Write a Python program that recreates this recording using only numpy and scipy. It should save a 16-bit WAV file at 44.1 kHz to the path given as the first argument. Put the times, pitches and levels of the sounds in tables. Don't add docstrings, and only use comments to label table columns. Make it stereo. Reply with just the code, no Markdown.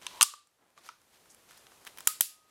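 import sys
import numpy as np
from scipy import signal
from scipy.fft import rfft, irfft, next_fast_len
from scipy.io import wavfile
from scipy.ndimage import uniform_filter1d

SR = 44100
rng = np.random.default_rng(int(sys.argv[2]) if len(sys.argv) > 2 else 0)


def wrap_up_sound(samples):
    columns = np.atleast_2d(samples).T
    tamed = np.clip(columns, -1, 1)
    steps = np.round(tamed * 32767).astype(np.int16)
    wavfile.write(sys.argv[1], SR, steps)


N = 110250

# (t/s, level/dB)
HISS_LEVEL = [(0, -62), (0.199, -55.5), (.25, -79), (.5, -76), (0.599, -75), (0.949, -71), (1.2, -65),
              (1.5, -63), (1.9, -60.5), (2.07, -59), (2.12, -66.5), (2.209, -61), (2.27, -71.5),
              (2.36, -70.5), (2.5, -70)]
# (f/Hz, relative density/dB)
HISS_SPECTRUM = [(15, -11), (30, 2), (120, 5.5), (580, 8), (1000, 6.5), (2060, 1), (5000, -2.5),
                 (11500, -4), (13500, -8.5), (15300, -11), (16200, -31.5)]
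# (f/Hz, correlation)
HISS_LIKENESS = [(60, 0.27), (240, 0.059), (950, -0.12), (3770, 0.5), (15000, 0.62)]
# (t/s, rise/s, 20 dB fall/s, level/dB, centre f/Hz, width/octaves, left-right/dB)
RUBS = [(.015, .01, .15, -49.5, 3000, 2.06, 3.5), (.07, .06, 0.22, -53.5, 4000, 1.3, 9.5),
        (.55, 0.072, 0.41, -68.5, 714, 1.5, 1.5), (.755, 0.028, .2, -58.5, 2870, 2.7, 2),
        (0.811, .06, .08, -53.5, 9110, 2.5, 1.5), (1.11, .035, 0.0827, -60, 5145, 2, 2),
        (1.289, .022, .04, -55.5, 7458, 0.5, 10.5), (1.468, .04, .15, -54.5, 5060, 2, 1),
        (1.56, .02, .1, -58.5, 9970, 1.44, 3), (1.702, .02, 0.1, -69, 9000, 2.5, 16),
        (1.855, .015, 0.064, -53.5, 4037, 2.7, 14.5), (1.969, .02, .2, -55, 6000, 2.2, 5),
        (2.045, .01, .06, -54.5, 10100, 0.73, 0.5), (2.47, .02, .05, -68.5, 9146, 2.4, 8)]
# (start t/s, end t/s, level/dB)
STRAIN = (.09, .2105, -52)
# (f/Hz, width/Hz, level/dB)
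HANDLE_MODES = [(1000, 120, 6.5), (1170, 130, -3), (3200, 980, -9.5)]
# (t/s, f/Hz, level/dB, hold/s, T60/s)
RINGS = [(.016, 1000, -51.5, 0.0014, 0.037), (.067, 1000, -44, 0.0016, 0.046),
         (0.2104, 1170, -20.5, 0.0058, 0.034), (0.228, 1170, -38, 0.0046, 0.14),
         (.337, 1198, -44.5, .005, 0.046), (.338, 1180, -55.5, .01, 0.26),
         (0.777, 1150, -53.5, .004, 0.024), (0.895, 1314, -45.5, 0.0011, 0.043),
         (1.717, 1180, -62, 0.0027, 0.056), (2.072, 1258, -43.5, 0.036, 0.098)]
# (t/s, 8 x band rms level over 5 ms/dB, left-right/dB, rebound/dB, room/dB)
CLICKS = [(0.0159, -71.5, -59.1, -61.2, -60.1, -65.0, -64.1, -68.5, -73.7, 0.8, -8.0, -11.0),
          (0.0664, -71.2, -48.7, -44.0, -34.5, -37.8, -42.7, -41.9, -61.4, 3.1, -8.0, -11.0),
          (0.2106, -45.9, -24.7, -29.0, -18.0, -25.1, -23.0, -26.7, -42.9, 4.3, -6.0, -16.0),
          (0.2195, -56.1, -39.0, -39.8, -29.6, -20.2, -20.3, -26.6, -39.4, 1.1, -14.0, -16.0),
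          (0.2257, -65.5, -43.9, -47.5, -41.0, -33.6, -32.2, -39.8, -44.7, 1.8, -14.0, -16.0),
          (0.2279, -52.7, -33.0, -33.6, -25.3, -19.7, -13.5, -14.8, -28.5, 1.1, -6.0, -16.0),
          (0.2347, -65.2, -37.5, -49.8, -42.2, -34.2, -31.4, -35.2, -46.8, 1.7, -14.0, -16.0),
          (0.3384, -71.0, -57.3, -63.1, -59.1, -60.7, -62.6, -63.0, -78.8, 3.3, -14.0, -14.0),
          (0.4715, -90.8, -79.1, -83.5, -82.6, -75.3, -68.3, -73.4, -82.4, 2.8, -14.0, -14.0),
          (0.7035, -88.1, -75.4, -80.4, -80.8, -82.1, -78.4, -74.5, -88.6, 1.8, -14.0, -14.0),
          (0.777, -80.2, -63.8, -60.1, -63.9, -66.0, -67.9, -74.0, -85.7, 2.6, -14.0, -14.0),
          (0.8891, -79.3, -40.8, -51.9, -52.8, -51.1, -62.2, -63.8, -80.4, 3.0, -14.0, -6.0),
          (1.0166, -84.9, -74.3, -78.2, -76.7, -73.2, -69.2, -70.8, -80.1, 0.8, -14.0, -14.0),
          (1.2572, -78.2, -67.0, -71.1, -72.1, -75.6, -73.1, -74.0, -84.2, 2.2, -14.0, -14.0),
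          (1.3467, -81.2, -73.5, -70.8, -72.1, -67.5, -59.3, -55.5, -67.4, -0.1, -14.0, -14.0),
          (1.5094, -75.5, -58.9, -60.6, -62.0, -63.9, -62.4, -62.7, -71.2, 3.1, -14.0, -14.0),
          (1.5762, -77.3, -67.7, -68.3, -66.4, -63.8, -63.1, -58.7, -68.1, 1.5, -14.0, -14.0),
          (1.6679, -79.7, -63.4, -63.6, -56.7, -61.0, -66.9, -70.7, -77.1, 6.5, -14.0, -14.0),
          (1.7194, -83.4, -61.5, -68.0, -69.1, -70.0, -69.3, -71.6, -74.4, 1.9, -14.0, -14.0),
          (1.8501, -75.2, -62.9, -64.3, -63.5, -58.5, -53.8, -53.1, -56.9, 7.0, -14.0, -14.0),
          (1.8679, -65.3, -52.5, -52.8, -48.9, -52.9, -55.2, -53.9, -56.0, 6.8, -14.0, -14.0),
          (1.8726, -65.8, -57.6, -48.2, -48.1, -51.2, -50.2, -45.9, -59.0, 6.4, -14.0, -14.0),
          (1.8765, -75.5, -58.5, -56.3, -53.1, -59.2, -54.6, -50.2, -59.5, 5.9, -14.0, -14.0),
          (1.9739, -72.3, -61.5, -59.0, -56.3, -53.8, -53.7, -51.4, -58.9, 8.5, -14.0, -14.0),
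          (1.9848, -66.1, -52.1, -52.6, -50.2, -54.1, -56.1, -44.1, -45.1, 7.5, -14.0, -14.0),
          (1.9886, -73.3, -61.2, -56.7, -58.0, -56.1, -54.9, -54.1, -65.1, 7.7, -14.0, -14.0),
          (2.0058, -68.7, -53.2, -56.9, -53.8, -51.5, -45.4, -46.2, -51.1, 7.7, -14.0, -14.0),
          (2.0721, -71.5, -56.3, -54.6, -51.1, -42.8, -40.3, -41.3, -36.9, 1.9, -14.0, -10.0),
          (2.0729, -48.1, -31.6, -32.4, -29.5, -25.8, -19.5, -16.8, -24.8, 2.0, -6.0, -10.0),
          (2.2085, -52.8, -42.0, -36.8, -29.8, -26.0, -21.9, -14.8, -24.1, 2.0, -6.0, -10.0),
          (2.2194, -82.8, -59.5, -56.1, -52.3, -40.3, -35.5, -34.0, -44.2, 1.4, -14.0, -10.0)]
# (low f/Hz, high f/Hz)
BANDS = [(40, 650), (950, 1500), (1650, 2450), (2550, 4300), (4500, 6650), (6950, 9300), (9700, 12600),
         (13800, 16500)]
# (f/Hz, width/Hz, level/dB)
STEEL_MODES = [(2400, 100, 3.5), (3064, 390, 17.5), (3800, 300, -0.5), (4966, 140, 13.5), (6220, 500, 8.5),
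               (7200, 140, 9.5), (9140, 150, 7), (9150, 400, 7.5), (10200, 1500, 9.5), (11150, 500, 3.5),
               (12000, 1500, -1)]
# (f/Hz, T60/s)
ROOM_T60 = [(300, .15), (1500, 0.41), (4000, .36), (9000, .3), (13000, 0.23), (15500, 0.21)]
# (f/Hz, relative level/dB)
ROOM_TONE = [(300, -11), (1500, 0.5), (4000, 8.5), (9000, 4.5), (13000, 3), (15500, 5.5)]

GRIT_RMS_DB, RUB_TOP_HZ = 3.5, 13840
RING_ROUGH, RING_RISE_S, RING_ROOM_DB = .2, .0005, -8
TONE_S, TONE_HZ, TONE_DB, TONE_RISE_S = 2.1, 1250, -69, .05
CRACK_T60_S, CRACK_RISE_S, STEEL_DB = .0038, .00025, -7.5
REBOUND_S, ROOM_GAP_S = .0022, .0022
LAG_S_PER_DB = 5e-6
LOW_HZ, TOP_HZ, EDGE_HZ = 35, 16500, 120


def amp(db):
    return 10 ** (np.asarray(db) / 20)


def unit(x):
    return x / np.sqrt(np.mean(x ** 2) + 1e-20)


def along(points, hz):
    f, v = np.transpose(points)
    return np.interp(np.log(hz + 1), np.log(f + 1), v)


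def filtered(x, response):
    m = next_fast_len(x.shape[-1] + 8192)
    spectrum = rfft(x, m) * response(np.fft.rfftfreq(m, 1 / SR))
    return irfft(spectrum, m)[..., :x.shape[-1]]


def resonances(modes):
    def response(f):
        total = 0
        for k, (hz, width_hz, db) in enumerate(modes):
            damping = 1j * f * width_hz
            total = total + (-1) ** k * amp(db) * damping / (hz * hz - f * f + damping)
        return total
    return response


def toned(x, levels_db):
    z, f = rfft(x, 4096), np.fft.rfftfreq(4096, 1 / SR)
    power = [np.sum(abs(z[(f >= lo) & (f < hi)]) ** 2) / 2048 / (.005 * SR) for lo, hi in BANDS]
    band_gain_db = levels_db - 10 * np.log10(power)
    gain_db = np.interp(f, np.ravel(BANDS), np.repeat(band_gain_db, 2))
    cepstrum = irfft(np.log(amp(gain_db)))
    cepstrum = cepstrum * np.r_[1, 2 * np.ones(2047), 1, np.zeros(2047)]
    return irfft(z * np.exp(rfft(cepstrum)))[:2048]


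def room(x):
    hz, t, z = signal.stft(rng.standard_normal((2, SR // 2)), SR, nperseg=256)
    decay_db = along(ROOM_TONE, hz)[:, None] - 60 * t / along(ROOM_T60, hz)[:, None]
    tail = signal.istft(z * amp(decay_db), SR, nperseg=256)[1]
    return signal.fftconvolve(x[None], tail / np.linalg.norm(tail[0]), axes=1)


def add(out, start_s, x, pan_db):
    lag = max(round(.55 + pan_db * LAG_S_PER_DB * SR), 0)
    stereo = np.broadcast_to(x, (2, x.shape[-1]))
    for share, late, row, y in zip((.5, -.5), (0, lag), out, stereo):
        part = row[round(start_s * SR) + late:][:len(y)]
        part += amp(share * pan_db) * y[:len(part)]


def hiss():
    def mid_side(hz):
        angle = np.arccos(np.clip(along(HISS_LIKENESS, hz), -1, 1)) / 2
        return amp(along(HISS_SPECTRUM, hz)) * np.array([np.cos(angle), np.sin(angle)])

    mid, side = filtered(rng.standard_normal((2, N)), mid_side)
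    t, db = np.transpose(HISS_LEVEL)
    level = amp(np.interp(np.arange(N) / SR, t, db))
    balance = amp([[1], [-1]])
    return level * np.array([mid + side, mid - side]) / np.std(mid) * balance


def rubs():
    out, t = np.zeros((2, N)), np.arange(SR // 2) / SR
    for start_s, rise_s, fall_s, db, centre_hz, octaves, pan_db in RUBS:
        def band(f):
            bell = np.exp(-.5 * (np.log2((f + 1) / centre_hz) / octaves) ** 2)
            tilt = np.sqrt(centre_hz / (f + 100))
            return bell * tilt / (1 + (f / RUB_TOP_HZ) ** 10)

        grit = amp(GRIT_RMS_DB * unit(uniform_filter1d(rng.standard_normal(len(t)), size=40)))
        noise = rng.standard_normal(len(t)) + 2.1 * rng.standard_normal((2, len(t)))
        noise = unit(filtered(noise * grit, band))
        swell = np.sin(np.pi / 2 * t / rise_s) ** 2
        fade = amp(-60 * (t - rise_s) / (3 * fall_s))
        add(out, start_s, amp(db) * np.where(t < rise_s, swell, fade) * noise, pan_db)
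    return out


def frame_tone():
    out, t = np.zeros((2, N)), np.arange(SR // 2) / SR
    tone = np.sin(2 * np.pi * TONE_HZ * t) * (1 - np.exp(-t / TONE_RISE_S))
    add(out, TONE_S, amp(TONE_DB) * tone, 2)
    return out


def handle_strain():
    out = np.zeros((2, N))
    start_s, end_s, db = STRAIN
    progress = np.linspace(0, 1, round((end_s - start_s) * SR))
    hum = unit(filtered(rng.standard_normal(len(progress)), resonances(HANDLE_MODES)))
    add(out, start_s, amp(db) * np.minimum(1, 2 * progress) * hum, 2)
    return out


def handle_rings():
    out, t = np.zeros((2, N)), np.arange(SR // 2) / SR
    for start_s, hz, db, hold_s, t60_s in RINGS:
        a, b = [unit(uniform_filter1d(rng.standard_normal(len(t)), size=200)) for _ in range(2)]
        phase = 2 * np.pi * hz * t
        wave = (1 + RING_ROUGH * a) * np.sin(phase) + RING_ROUGH * b * np.cos(phase)
        decay = amp(db - 60 * np.maximum(t - hold_s, 0) / t60_s)
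        ring = decay * wave * (1 - np.exp(-t / RING_RISE_S))
        add(out, start_s, ring, 3)
        add(out, start_s, amp(RING_ROOM_DB) * room(ring), 2)
    return out


def clicks():
    out, t = np.zeros((2, N)), np.arange(1024) / SR
    envelope = amp(-60 * t / CRACK_T60_S) * (1 - np.exp(-t / CRACK_RISE_S))
    impulse = 1. * (t == 0)
    for start_s, *levels_db, pan_db, rebound_db, room_db in CLICKS:
        crack, fresh = rng.standard_normal((2, len(t))) * envelope
        rebound = np.roll(crack + fresh, round(REBOUND_S * SR)) / np.sqrt(2)
        contact = crack + amp(rebound_db) * rebound
        contact = contact + amp(STEEL_DB) * filtered(contact, resonances(STEEL_MODES))
        add(out, start_s, toned(contact, levels_db), pan_db)
        tail = amp(room_db) * room(toned(impulse, levels_db))
        add(out, start_s + ROOM_GAP_S, tail, pan_db / 2)
    return out


def scene():
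    return clicks() + handle_rings() + frame_tone() + handle_strain() + rubs() + hiss()


def record(dry):
    def response(hz):
        bass_cut = 1j * hz / (LOW_HZ + 1j * hz)
        return bass_cut / (1 + np.exp(np.clip((hz - TOP_HZ) / EDGE_HZ * 2, -50, 50)))

    return filtered(np.clip(dry, -1, 1), response)


dry = scene()
out = record(dry)
wrap_up_sound(out)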